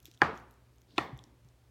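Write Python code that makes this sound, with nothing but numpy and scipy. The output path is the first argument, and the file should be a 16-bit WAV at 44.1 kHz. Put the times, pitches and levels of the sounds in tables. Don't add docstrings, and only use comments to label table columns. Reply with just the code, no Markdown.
import sys
import numpy as np
from scipy import signal
from scipy.fft import rfft, irfft
from scipy.io import wavfile

SR = 44100
rng = np.random.default_rng(int(sys.argv[2]) if len(sys.argv) > 2 else 0)


def put_to_file(sound):
    columns = np.atleast_2d(sound).T
    safe = np.clip(columns, -1, 1)
    whole_steps = np.round(safe * 32767)
    wavfile.write(sys.argv[1], SR, whole_steps.astype(np.int16))


def gain_from_db(level_db):
    decades = np.asarray(level_db, float) / 20
    return 10 ** decades


N = 74970

# start in seconds, level in dB, contact time in ms, favoured pitch in Hz.
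BLOWS = [
    (0.218, -12.5, 0.085, 1810),
    (0.2218, -14.5, 0.15, 700),
    (.2240, -14.5, 0.34, 800),
    (0.2324, -20, 0.46, 1500),
    (0.9805, -20, .12, 3000),
    (0.9813, -17.5, .13, 3100),
    (0.9841, -13.5, 0.4, 650),
    (.9885, -20, 0.45, 2200),
]


def table(points, hz):
    p = np.array(points, float)
    return np.interp(np.log(hz), np.log(p[:, 0]), p[:, 1])


def unit(x):
    return x / np.sqrt(np.mean(x ** 2) + 1e-30)


def ring(x, hz, t60):
    pole = np.exp(2j * np.pi * hz / SR - np.log(1000) / (t60 * SR))
    return signal.lfilter([1], [1, -pole], x).imag


def band(x, hz, width):
    edges = np.clip([hz - width / 2, hz + width / 2], 20, SR * 0.45)
    return signal.sosfilt(signal.butter(2, edges, "band", fs=SR, output="sos"), x)


def high_pass(x, order, hz):
    return signal.sosfilt(signal.butter(order, hz, "high", fs=SR, output="sos"), x)


def push(at, ms):
    progress = np.clip((np.arange(N) / SR - at) * 1000 / ms, 0, 1)
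    force = np.sin(np.pi * progress) ** 2
    return force / (force.sum() + 1e-12)


def fridge():
    # pitch in Hz, level in dB per Hz.
    hiss_colour = [(30, -20.5), (60, -2), (90, -15), (200, -18), (400, -19.5), (1000, -28), (4000, -35.5),
                   (16000, -44)]
    # pitch in Hz, rms level in dB, width of its wavering part in Hz.
    hum_tones = [(60, -69, 17), (119, -66.5, 24), (257, -82, 12)]
    t = np.arange(N) / SR
    hz = np.maximum(np.fft.rfftfreq(N, 1 / SR), 1)
    spectrum = rfft(rng.standard_normal(N)) * gain_from_db(table(hiss_colour, hz)) * (hz > 15)
    air = unit(irfft(spectrum, N)) * gain_from_db(-67)
    for pitch, db, width in hum_tones:
        wavering = unit(band(rng.standard_normal(N), pitch, width))
        air = air + gain_from_db(db) * unit(np.sin(2 * np.pi * pitch * t) + 0.5 * wavering)
    return air


def kitchen(x):
    # pitch in Hz, time in seconds.
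    room_t60 = [(60, .5), (250, 0.42), (600, 0.34), (1200, 0.33), (2500, 0.35), (5000, 0.24), (12000, 0.16)]
    # pitch in Hz, level in dB.
    room_colour = [(60, -1.5), (250, -1), (600, -7.5), (1200, -2.5), (2500, -7.5), (5000, -4.5),
                   (12000, -7)]
    room_db, build_s = -3, 0.008
    late_db, late_stretch = -14.5, 2.18
    t = np.arange(int(0.9 * SR)) / SR
    tail = 0
    for hz in 60 * 2 ** np.arange(0, 8.1, 0.5):
        t60 = table(room_t60, hz)
        noise = band(rng.standard_normal(len(t)), hz, hz * 0.39)
        fade = gain_from_db(-60 * t / t60) + gain_from_db(late_db - 60 * t / t60 / late_stretch)
        even_energy = np.sqrt(2 * np.log(1000) / t60 / SR)
        tail = tail + gain_from_db(table(room_colour, hz)) * noise * fade * even_energy
    build_up = 1 - np.exp(-t / build_s)
    return signal.fftconvolve(x, tail * build_up)[:N] * gain_from_db(room_db + 6)


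def thuds():
    # start in seconds, peak level in dB, pitch in Hz, time to fall by 60 dB in seconds, push in ms.
    thud_list = [(.082, -44.5, 319, 0.036, 2.4), (0.2189, -14, 343, 0.026, 2.5),
                 (.226, -23.5, 146, 0.085, 7.1), (.248, -36, 80.4, .13, 9), (.283, -25.5, 445.3, 0.092, 13),
                 (.32, -44.5, 60, .2, 13), (.981, -16.5, 321, 0.037, 2.3), (0.985, -34, 126.5, 0.13, 7.2),
                 (0.989, -43, 60, .15, 8.7), (1.048, -22, 440, 0.041, 24), (1.115, -45, 267, 0.086, 4.6),
                 (1.128, -33.5, 130.7, 0.12, 2.7), (1.139, -34, 62.7, 0.088, 10),
                 (1.20, -48, 116, 0.095, 3.7), (1.448, -47, 130, .08, 3.15)]
    out, t = np.zeros(N), np.arange(N) / SR
    for at, db, hz, t60, ms in thud_list:
        since = np.maximum(t - at, 0)
        rise = 1 - np.exp(-since * 1000 / ms)
        out += gain_from_db(db) * np.sin(2 * np.pi * hz * since) * rise * gain_from_db(-60 * since / t60)
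    return out


def ticks():
    # start in seconds, then peak levels in dB of the low ring, the middle ring and the top snap.
    tick_list = [(0.0014, -58.5, -62.5, -56.5), (0.0274, -75, -64.5, -51.5), (0.031, -67.5, -57, -71.5),
                 (0.046, -81, -58.5, -57.5), (0.0548, -42, -47, -38.5), (0.0632, -47.5, -53, -57),
                 (0.1137, -47.5, -54.5, -56), (0.1384, -58, -57.5, -75), (0.1745, -53.5, -61.5, -64),
                 (0.1894, -70, -68, -61), (0.375, -51, -49, -61), (0.3998, -80, -63, -57),
                 (0.5093, -63, -63, -53.5), (0.5394, -86, -64, -68), (0.7582, -77, -73, -61),
                 (0.7826, -64.5, -61.5, -66), (0.817, -62.5, -57.5, -60.5), (0.9073, -53.5, -74, -75.5),
                 (1.0474, -60, -61, -59), (1.1682, -58, -64.5, -80), (1.1754, -74.5, -58, -56),
                 (1.1897, -42.5, -58.5, -74), (1.2386, -56, -49.5, -64), (1.4466, -69.5, -64.5, -71),
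                 (1.487, -62, -59, -69.5)]
    # pitch in Hz, width in Hz, level in dB.
    tick_rings = [
        (3400, 1300, 0),
        (6080, 2000, 1.5),
        (13000, 4500, -1),
    ]
    t60 = 0.005
    out, t = np.zeros(N), np.arange(400) / SR
    for at, *levels in tick_list:
        i = int((at + 0.0005) * SR)
        for db, (hz, width, ring_db) in zip(levels, tick_rings):
            burst = rng.standard_normal(400) * gain_from_db(-60 * t / t60)
            click = band(burst, hz, width)
            out[i:i + 400] += gain_from_db(db + ring_db) * click / np.abs(click).max()
    return out


def rough(hz, width):
    grains = gain_from_db(2.2 * rng.exponential(size=N))
    return unit(band(rng.standard_normal(N) * grains, hz, width))


def slices():
    # number of that blow, length in seconds, level in dB, pitch in Hz, width in Hz.
    squeaks = [
        (0, .006, -47.5, 2600, 500),
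        (0, 0.015, -54, 1250, 980),
        (4, 0.0096, -49.5, 3300, 800),
        (4, 0.027, -61, 1700, 5400),
    ]
    # middle in seconds, length in seconds, level in dB, pitch in Hz, width in Hz.
    rustles = [(0.068, .024, -71, 13100, 4100), (.072, .036, -63.5, 3900, 4800),
               (0.115, 0.15, -76, 5400, 4100), (0.1477, .015, -64, 4400, 5100),
               (0.363, .12, -72, 5000, 3500), (.372, 0.083, -77.5, 13400, 5100),
               (.522, .042, -80.5, 13100, 5100), (0.8128, 0.0071, -73, 13400, 4100),
               (0.923, 0.1, -70.5, 4100, 1600), (.928, 0.13, -64.5, 275, 210),
               (0.9624, 0.0056, -70, 6100, 6100), (1.028, .105, -74, 14100, 3900),
               (1.25, 0.27, -67, 290, 180), (0.249, 0.093, -78.5, 13000, 5000)]
    t = np.arange(N) / SR
    out = 0
    for blow, length, db, hz, width in squeaks:
        end = BLOWS[round(blow)][0]
        growth = np.clip(1 + (t - end) / length, 0, 1) ** 0.5 * (t < end)
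        out = out + gain_from_db(db) * rough(hz, width) * growth
    for mid, length, db, hz, width in rustles:
        swell = np.cos(np.pi * np.clip((t - mid) / length, -0.5, 0.5))
        out = out + gain_from_db(db) * rough(hz, width) * swell
    return out


def spread():
    # pitch in Hz, level in dB.
    far_colour = [(100, -13), (450, -7.5), (800, -0.5), (1200, -2.5), (1900, -7.5), (2800, -17.5),
                  (4400, -26), (16000, -59)]
    # pitch in Hz, level in dB.
    near_colour = [(100, -13.5), (450, -6.5), (1050, -2), (1500, -17), (1900, -8), (2400, -15.5),
                   (3500, -20.5), (16000, -49.5)]
    burst_db = (3, -4)
    out, hz = np.zeros(N), np.maximum(np.fft.rfftfreq(512, 1 / SR), 1)
    starts = (BLOWS[0][0], BLOWS[5][0])
    for at, colour, db in zip(starts, (far_colour, near_colour), burst_db):
        burst = np.roll(irfft(gain_from_db(table(colour, hz))), 256) * np.hanning(512)
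        i = int(at * SR) - 200
        out[i:i + 512] += gain_from_db(db) * burst / np.sqrt(np.sum(burst ** 2))
    return out


def knife():
    # pitch in Hz, level in dB, time to fall by 60 dB in seconds.
    far_end = [(368, -12.5, 0.026), (567, -21, .04), (829.3, -4, 0.023), (1052, -3.5, .03),
               (1240, -7, 0.051), (1378, -7, 0.016), (1674, -1, .021), (1796, -7.5, .022),
               (2419, -6, 0.014), (2900, -5.5, .011), (3350, -3.5, 0.01), (4550, -2, .012),
               (6760, -1.5, 0.019)]
    # pitch in Hz, level in dB, time to fall by 60 dB in seconds.
    near_end = [(370, -16.5, .05), (547, -22.5, 0.035), (808, 0, 0.023), (1003, -0.5, 0.032),
                (1316, -4.5, .02), (1866, -7.5, 0.042), (2550, -5.5, 0.015), (2815, -10, .01),
                (3570, -6, 0.013), (4200, -9.5, 0.012), (5700, -13.5, 0.0079), (6900, -13.5, 0.0076)]
    second_chop_s = 0.6
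    favour_db = -5.5
    crack_db, crack_s, crack_hz = -43, 0.0015, 6010
    out, t = np.zeros(N), np.arange(N) / SR
    chance = rng.standard_normal((len(BLOWS), 16))
    hiss = band(rng.standard_normal(N), crack_hz, 6300)
    for (at, db, ms, best), luck in zip(BLOWS, chance):
        force = push(at, ms)
        modes = near_end if at > second_chop_s else far_end
        for k, (hz, mode_db, t60) in enumerate(modes):
            favour = favour_db * np.log2(hz / best) ** 2
            sign = (-1) ** (k // 2)
            out += gain_from_db(db + mode_db + favour + 3.7 * luck[k]) * sign * ring(force, hz, t60)
        fade = (t > at) * np.exp(-np.abs(t - at) / crack_s)
        out += gain_from_db(db + crack_db + 18) * (best / 2500) ** 2 * hiss * fade
    return high_pass(out, 2, 169.8)


def scene():
    knocks = knife()
    food = slices() + ticks()
    echoes = kitchen(spread() + 0.1 * knocks + 0.26 * food)
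    return (knocks + food + thuds() + echoes + fridge())[None]


def low_pass(x):
    return signal.sosfilt(signal.butter(12, 16500, fs=SR, output="sos"), x)


def record(dry):
    mix = high_pass(dry, 3, 48.4)
    return low_pass(mix)


dry = scene()
out = record(dry)
put_to_file(out)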